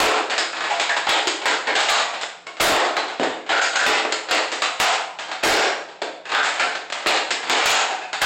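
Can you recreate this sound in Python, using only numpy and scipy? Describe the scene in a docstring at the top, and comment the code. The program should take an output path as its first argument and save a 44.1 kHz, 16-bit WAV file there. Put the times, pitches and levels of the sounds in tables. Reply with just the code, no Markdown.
"""Toy blaster in a bathroom

A plastic toy blaster is handled, cocked and dry-fired over a sink. Catches let go and the spring slams
home; in between, parts clack, tick, rub and squeak, and the hard-walled room rings after each contact.
A small mono microphone overloads on the hardest snaps, and its limiter flattens them into long rushes."""
import sys
import numpy as np
from scipy import signal
from scipy.fft import rfft, irfft
from scipy.io import wavfile

SR = 44100
rng = np.random.default_rng(int(sys.argv[2]) if len(sys.argv) > 2 else 0)


def to_wav(s):
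    """Save 16-bit WAV."""
    ch = np.atleast_2d(s).T  # columns
    pcm = np.round(np.clip(ch, -1, 1) * 32767)  # PCM
    wavfile.write(sys.argv[1], SR, pcm.astype(np.int16))


N = 363825


def slams(snap_db=3, direct_db=-9, catch_thump_db=3.5, catch_snap_db=-7, catch_rattle_s=0.013):
    """Contacts of the action: a catch lets go dully, then the spring slams slide or plunger home."""
    # spring strokes: t/s, level/dB, thump/dB, rattle decay/s, catch lead/s, catch level/dB
    blows = [(0.001, -4, 9.5, 0.014, 0.0049, -35), (1.092, -11, 3, 0.0079, 0.024, -17),
             (1.456, -12.5, 2.5, 0.011, 0.039, -27), (1.886, -7.5, -14, 0.018, 0.0013, -24),
             (2.605, 4, 8.5, .017, 0.0072, -30), (3.866, -10.5, 4.5, .022, 0.0027, -10),
             (4.311, -11.5, 4.5, 0.0066, .024, -23.5), (4.8, -4.5, -8, 0.011, 0, -27),
             (5.435, -1.5, 9.5, 0.05, 0.0085, -30), (7.069, -9, 5.5, 0.0141, .009, -38),
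             (7.497, -12, 4.5, 0.0075, 0.025, -26), (7.658, -6, -9, 0.0075, .038, -21),
             (7.696, -8, -18, 0.0097, 0.018, -28), (8.217, -4.5, -1, 0.0058, .002, -25)]
    contacts = []
    for s, level_db, thump_db, rattle_s, lead_s, catch_db in blows:
        contacts.append((s - lead_s, catch_db, catch_thump_db, catch_snap_db, catch_rattle_s, direct_db))
        contacts.append((s, level_db, thump_db, snap_db, rattle_s, direct_db))
    return contacts


def fumbles(gap_s=0.036, uneven=0.2, spread_db=3.3, thump_db=1, snap_db=-7.5, rattle_s=0.02, direct_db=-6):
    """Contacts of a shifting grip: loose parts tick in uneven runs that swell or fade."""
    # grip shifts: start/s, length/s, first level/dB, last level/dB
    shifts = [(0.53, .15, -26, -27), (2.103, .04, -32.5, -28.5), (2.567, .02, -36.5, -36),
              (3.08, .06, -32, -36), (3.463, .02, -33, -36), (3.73, .02, -22, -26), (4.115, .01, -30, -28),
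              (5.284, .02, -32.5, -26), (5.887, .08, -35.5, -66), (6.254, .07, -30, -22.5),
              (6.554, .045, -27.5, -24), (6.972, .07, -36, -29.5), (7.429, .02, -26.5, -31),
              (8.017, .02, -38, -38)]
    contacts = []
    for start_s, length_s, first_db, last_db in shifts:
        s = start_s
        for timing, accent in rng.standard_normal((8, 2)):
            if s <= start_s + length_s:
                ramp_db = first_db + (last_db - first_db) * (s - start_s) / length_s
                contacts.append((s, ramp_db + spread_db * accent, thump_db, snap_db, rattle_s, direct_db))
            s += gap_s * np.exp(uneven * timing)
    return contacts


def clacks(span_s=0.028, crack_db=1.5, crack_s=0.0041, part_db=4, shell_db=2, graze_db=-19, graze_s=0.0073):
    """Every knock, slam and tick rattles the plastic; returns the room send and the direct sound."""
    # parts knocking in the hands: t/s, level/dB, thump/dB, snap/dB, rattle decay/s, direct sound/dB
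    knocks = [(0.297, -20, -0.5, 0.5, .026, -7), (0.38, -23.5, 7, 10.5, 0.019, -4.5),
              (0.701, -21.5, -5, -0.5, 0.051, -7), (0.798, -20, 0, 4.5, 0.019, -3.5),
              (0.893, -21.5, -10, -4, 0.025, -1.5), (0.965, -22, -1.5, 0, 0.022, -1.5),
              (1.271, -25, 3, 10, .02, -1), (1.67, -17, 6.5, -26, 0.032, -8.5),
              (1.752, -15.5, -3, 2, 0.022, -10), (1.804, -20, -13, 7, 0.0065, -7.5),
              (2.212, -30.5, 0.5, 8, 0.011, -7), (2.233, -32.5, -3, -11, 0.016, 4.5),
              (2.467, -35, 6.5, 2.5, 0.0097, -5.5), (2.967, -18.5, 4.5, -19, 0.021, -3),
              (3.197, -25, 13.5, -3, 0.0052, -4.5), (3.231, -23.5, 9.5, -4.5, 0.029, -1.5),
              (3.492, -14.5, 3.5, -7, 0.028, -9.5), (3.614, -19.5, -10, 7.5, 0.013, -21),
              (3.756, -18.5, -14, 4, 0.049, 0), (4.049, -27.5, 14, -15, 0.0055, -3),
              (4.122, -28, 8.5, 11, 0.0078, -3), (4.517, -27.5, 9, 8.5, 0.019, -4.5),
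              (4.62, -19, -2, 4, 0.017, -2), (5.188, -26.5, -7, -3, 0.038, -2.5),
              (5.314, -26.5, -5.5, -6.5, 0.027, -1), (6.018, -30, 15, 3, 0.0145, -3),
              (6.348, -14, -6.5, -12, .009, -8.5), (6.431, -19.5, -5, 3, 0.039, -5),
              (6.597, -17, 1.5, -3, 0.032, -3.5), (6.751, -27, 2, -5, 0.01, -3),
              (6.9, -36.5, 4, -3, 0.011, 1.5), (6.923, -25.5, -7, 4, 0.01, -5),
              (7.06, -33, 14, -6, 0.0059, 6.5), (7.306, -28, 9, 12.5, 0.022, -1.5),
              (7.899, -24.5, 3, -6, 0.029, -9), (8.129, -23.5, -7, -2, 0.019, -2.5)]
    thump_hz, shell_hz, snap_hz = (250, 489), (1130, 1970), 4100
    send, direct = np.zeros((2, N))
    for s, level_db, thump_db, snap_db, rattle_s, direct_db in knocks + slams() + fumbles():
        strength = from_db(level_db) * np.sqrt(span_s * SR)
        hit = rattle(rattle_s)
        # each part has a few resonances of its own
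        for hz in np.geomspace(900, 7500, 64)[rng.integers(0, 64, 4)]:
            hit = equalise(hit, [hz / 1.04, hz * 1.04], "band", part_db)
        hit = strength * unit_energy(hit)
        # where the blow lands sets the hollow body's thump and the edges' snap; the shell always clacks
        hit = equalise(hit, thump_hz, "band", thump_db)
        hit = equalise(hit, shell_hz, "band", shell_db)
        hit = equalise(hit, snap_hz, "high", snap_db)
        add(send, s, hit)
        # the first crack leaves the open surface; the later rattle is shut inside
        crack = np.exp(-np.arange(len(hit)) / (SR * crack_s))
        add(direct, s, from_db(direct_db + crack_db * crack) * hit)
        # parts graze each other just before they meet
        add(send, s - graze_s, strength * from_db(graze_db) * rattle(graze_s))
    return send, direct


def rattle(decay_s, size=8192):
    """A dying run of tiny impacts, evened out so that it favours no pitch; energy 1."""
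    dying = np.exp(-np.arange(size) / (SR * max(decay_s, 1e-3)))
    bound = 7 * unit_energy(dying)
    force = chatter(size, per_s=2500, spread_db=5) * dying
    for _ in range(3):
        flat = irfft(np.exp(1j * np.angle(rfft(force))))   # whiten the spectrum
        force = np.clip(flat, -bound, bound)   # hold it inside the decay
    return unit_energy(force)


def chatter(count, per_s, spread_db):
    """Tiny impacts of uneven size at random moments; rms 1."""
    sizes = from_db(spread_db * rng.standard_normal(count)) * rng.choice([-1, 1], count)
    return unit_energy(sizes * (rng.random(count) < per_s / SR)) * np.sqrt(count)


def rubs():
    """The slide rubs in its track, plastic catching on plastic in a dense run of small slips."""
    # slide moves: start/s, length/s, level/dB
    moves = [(0.575, 0.15, -29.5), (3.522, 0.13, -20.5), (3.756, 0.14, -25.5), (6.336, 0.096, -34),
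             (6.582, 0.044, -24), (7.523, 0.15, -21)]
    out = np.zeros(N)
    for s, length_s, level_db in moves:
        count = int(length_s * SR)
        slips = chatter(SR // 2, per_s=700, spread_db=6.5)[:count]
        add(out, s, from_db(level_db) * stroke(count) * slips)
    return butter(butter(out, 520, "high", order=1), 5200, "low", order=1)


def squeaks(unsteady_hz=110, trim_db=-7, fade_db=-4):
    """Stick and slip lock into a rough, gliding tone that bites at once and then eases."""
    # tight spots: start/s, length/s, first f/Hz, last f/Hz, level/dB
    tight_spots = [(0.699, 0.034, 920, 792, -26), (0.888, 0.048, 1810, 1603, -22),
                   (3.522, 0.12, 1431, 1520, -23), (3.753, 0.088, 1532, 1710, -23.5),
                   (6.347, 0.069, 1343, 1562, -21.5), (7.886, 0.057, 902, 688, -31.5),
                   (8.013, 0.042, 2560, 2550, -37.5)]
    out = np.zeros(N)
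    for s, length_s, first_hz, last_hz, level_db in tight_spots:
        count = int(length_s * SR)
        grip = butter(rng.standard_normal((2, SR // 2)), unsteady_hz, "low")[:, :count]
        phase = 2 * np.pi * np.cumsum(np.linspace(first_hz, last_hz, count)) / SR
        pressure = np.sqrt(stroke(count)) * from_db(np.linspace(0, fade_db, count))
        tone = pressure * (grip[0] * np.cos(phase) + grip[1] * np.sin(phase))
        add(out, s, from_db(level_db + trim_db) * np.sqrt(count) * unit_energy(tone))
    return out


def stroke(count):
    """Hand pressure swells and lets go."""
    return np.sqrt(np.sin(np.pi * (np.arange(count) + .5) / count))


def rings(span_s=0.021):
    """A blow leaves a panel, the spring or the hollow grip ringing with a damped tone."""
    # ringing parts: t/s, f/Hz, level/dB, t60/s
    pings = [(1.072, 808, -25.5, 0.03), (1.271, 360, -28.5, 0.038), (2.467, 1100, -46, 0.13),
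             (2.467, 2184, -45, .07), (3.198, 222, -18.5, 0.02), (4.62, 3970, -26, 0.026),
             (4.801, 748, -27, 0.028), (5.188, 2850, -44, 0.033), (6.018, 640, -37.5, 0.023),
             (6.018, 3540, -39.5, 0.035)]
    out, t = np.zeros(N), np.arange(SR // 2) / SR
    for s, hz, level_db, t60 in pings:
        tone = np.sin(2 * np.pi * hz * t) * from_db(-60 * t / t60)
        add(out, s, from_db(level_db) * np.sqrt(span_s * SR) * unit_energy(tone))
    return out


def bathroom(send, wet_db=-1, wall_db=-1.0, wall_hz=4500, build_s=0.00065, stretches=24):
    """Hard walls return dense reflections that die band by band, and a few standing waves."""
    # reverb time by band: f/Hz, t60/s
    reverb_times = [(150, 0.42), (350, 0.64), (700, 0.69), (1500, 0.57), (3700, 0.53), (8000, 0.5)]
    # standing waves between the walls: f/Hz, level/dB, t60/s
    modes = [(261.7, -25.5, 0.59), (324, -26.5, 0.67), (437, -19, 0.53), (521, -25.5, 0.68),
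             (681.5, -24.5, 0.38)]
    t, hz = np.arange(SR) / SR, np.arange(SR // 2 + 1)   # one second, one bin per Hz
    centres, t60s = np.transpose(reverb_times)
    bands = np.array([at_hz(np.column_stack([centres, own]), hz) for own in np.eye(len(centres))])
    bands = bands * from_db(wall_db * hz ** 2 / (hz ** 2 + wall_hz ** 2))   # walls swallow some treble
    decays = from_db(-60 * t / t60s[:, None])
    waves = 0
    for mode_hz, level_db, t60 in modes:
        wave = np.sin(2 * np.pi * (mode_hz * t + rng.random()))
        waves = waves + from_db(level_db) * wave * from_db(-60 * t / t60)
    build = 1 - np.exp(-t / build_s)
    out, s = np.zeros(N), 0
    # the blaster keeps moving, so each stretch meets a new pattern of reflections
    for stretch in np.array_split(send, stretches):
        reflections = np.sum(irfft(rfft(rng.standard_normal(SR)) * bands) * decays, axis=0)
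        add(out, s, signal.fftconvolve(stretch, unit_energy(build * (reflections + waves))))
        s += len(stretch) / SR
    return from_db(wet_db) * out


def room_tone(air_db=-56, hum_hz=177, hum_db=-67):
    """The still room: a faint bed of noise and a low hum."""
    # noise spectrum of the room: f/Hz, level/dB
    air_spectrum = [(40, -36), (100, -7), (175, -4), (250, -3.5), (700, 1.5), (2000, -11.5), (5000, -15),
                    (8000, -31)]
    air = from_db(air_db) * coloured(rng.standard_normal(N), air_spectrum)
    hum = from_db(hum_db) * np.sqrt(2) * np.sin(2 * np.pi * hum_hz * np.arange(N) / SR)
    return air + hum


def coloured(x, spectrum, mic_top_hz=8150, size=4096):
    """Minimum-phase EQ that keeps the power of white noise and ends at the microphone's top."""
    hz = np.arange(size // 2 + 1) * SR / size
    cepstrum = irfft(np.log(from_db(at_hz(spectrum, hz))))[:size // 2]
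    response = irfft(np.exp(rfft(2 * cepstrum, size)))
    top = signal.ellip(8, .5, 70, mic_top_hz, fs=SR, output="sos")
    return signal.fftconvolve(x, unit_energy(signal.sosfilt(top, response)))[:len(x)]


def limiter(x, ceiling_db=-17.0, sense_s=0.0026, attack_s=0.00018, release_db_per_s=200, ahead_samples=40):
    """Look-ahead limiter: ducks when the short-term level passes the ceiling, then recovers."""
    level_db = 10 * np.log10(one_pole(x[0] ** 2, sense_s) + 1e-12)
    over_db = np.maximum(level_db - ceiling_db, 0)
    release_db = release_db_per_s * np.arange(N) / SR
    held_db = np.maximum.accumulate(over_db + release_db) - release_db
    duck_db = np.pad(one_pole(held_db, attack_s), (0, ahead_samples), "edge")[ahead_samples:]
    return x * from_db(-duck_db)


def from_db(db):
    """Decibels to gain."""
    return 10 ** (np.asarray(db) / 20)


def unit_energy(x):
    """Scale to a total energy of 1."""
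    return x / np.sqrt(np.sum(x ** 2) + 1e-20)


def at_hz(points, hz):
    """Read a table along log frequency."""
    known, values = np.transpose(points)
    return np.interp(np.log(np.maximum(hz, 1)), np.log(known), values)


def butter(x, hz, kind, order=2):
    """Causal Butterworth filter."""
    return signal.sosfilt(signal.butter(order, hz, kind, fs=SR, output="sos"), x + 1e-18)


def equalise(x, hz, kind, gain_db):
    """Boost or cut with a bell ("band") or a treble shelf ("high")."""
    return x + (from_db(gain_db) - 1) * butter(x, hz, kind, order=1)


def one_pole(x, time_s):
    """Smooth with a time constant."""
    r = np.exp(-1 / (time_s * SR))
    return signal.lfilter([1 - r], [1, -r], x)


def add(track, s, sound):
    """Mix a sound into a track at time s."""
    at = int(np.clip(s * SR, 0, N - 1))
    track[at:at + len(sound)] += sound[:N - at]


def scene(parts_direct_db=-3):
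    """The blaster in the ringing bathroom, over room tone; the same in both channels."""
    # tone of shell, basin and microphone together: f/Hz, level/dB
    colour = [(30, -70), (70, -31.5), (130, -24), (200, -21.5), (300, -9.5), (500, -4.5), (740, 2.5),
              (1080, -3), (1500, -2), (2500, -3.5), (4000, -6), (5100, -10.5), (5850, -18.5), (7000, -11.5),
              (7900, -15)]
    send, direct = clacks()
    parts = rubs() + squeaks() + rings()
    blaster = direct + from_db(parts_direct_db) * parts + bathroom(send + parts)
    return np.tile(coloured(blaster, colour) + room_tone(), (2, 1))


def record(dry, overload=0.6, fizz_db=3, fizz_hz=17500, cutoff_hz=15900):
    """The hardest snaps clip with a bright fizz, the limiter holds the level, and the top is cut."""
    clipped = np.clip(dry, -overload, overload)
    fizz = from_db(fizz_db) * butter(clipped - dry, fizz_hz, "high", order=1)
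    high_cut = signal.ellip(10, .2, 80, cutoff_hz, fs=SR, output="sos")
    return signal.sosfilt(high_cut, limiter(clipped + fizz))


dry = scene()
out = record(dry)
to_wav(out)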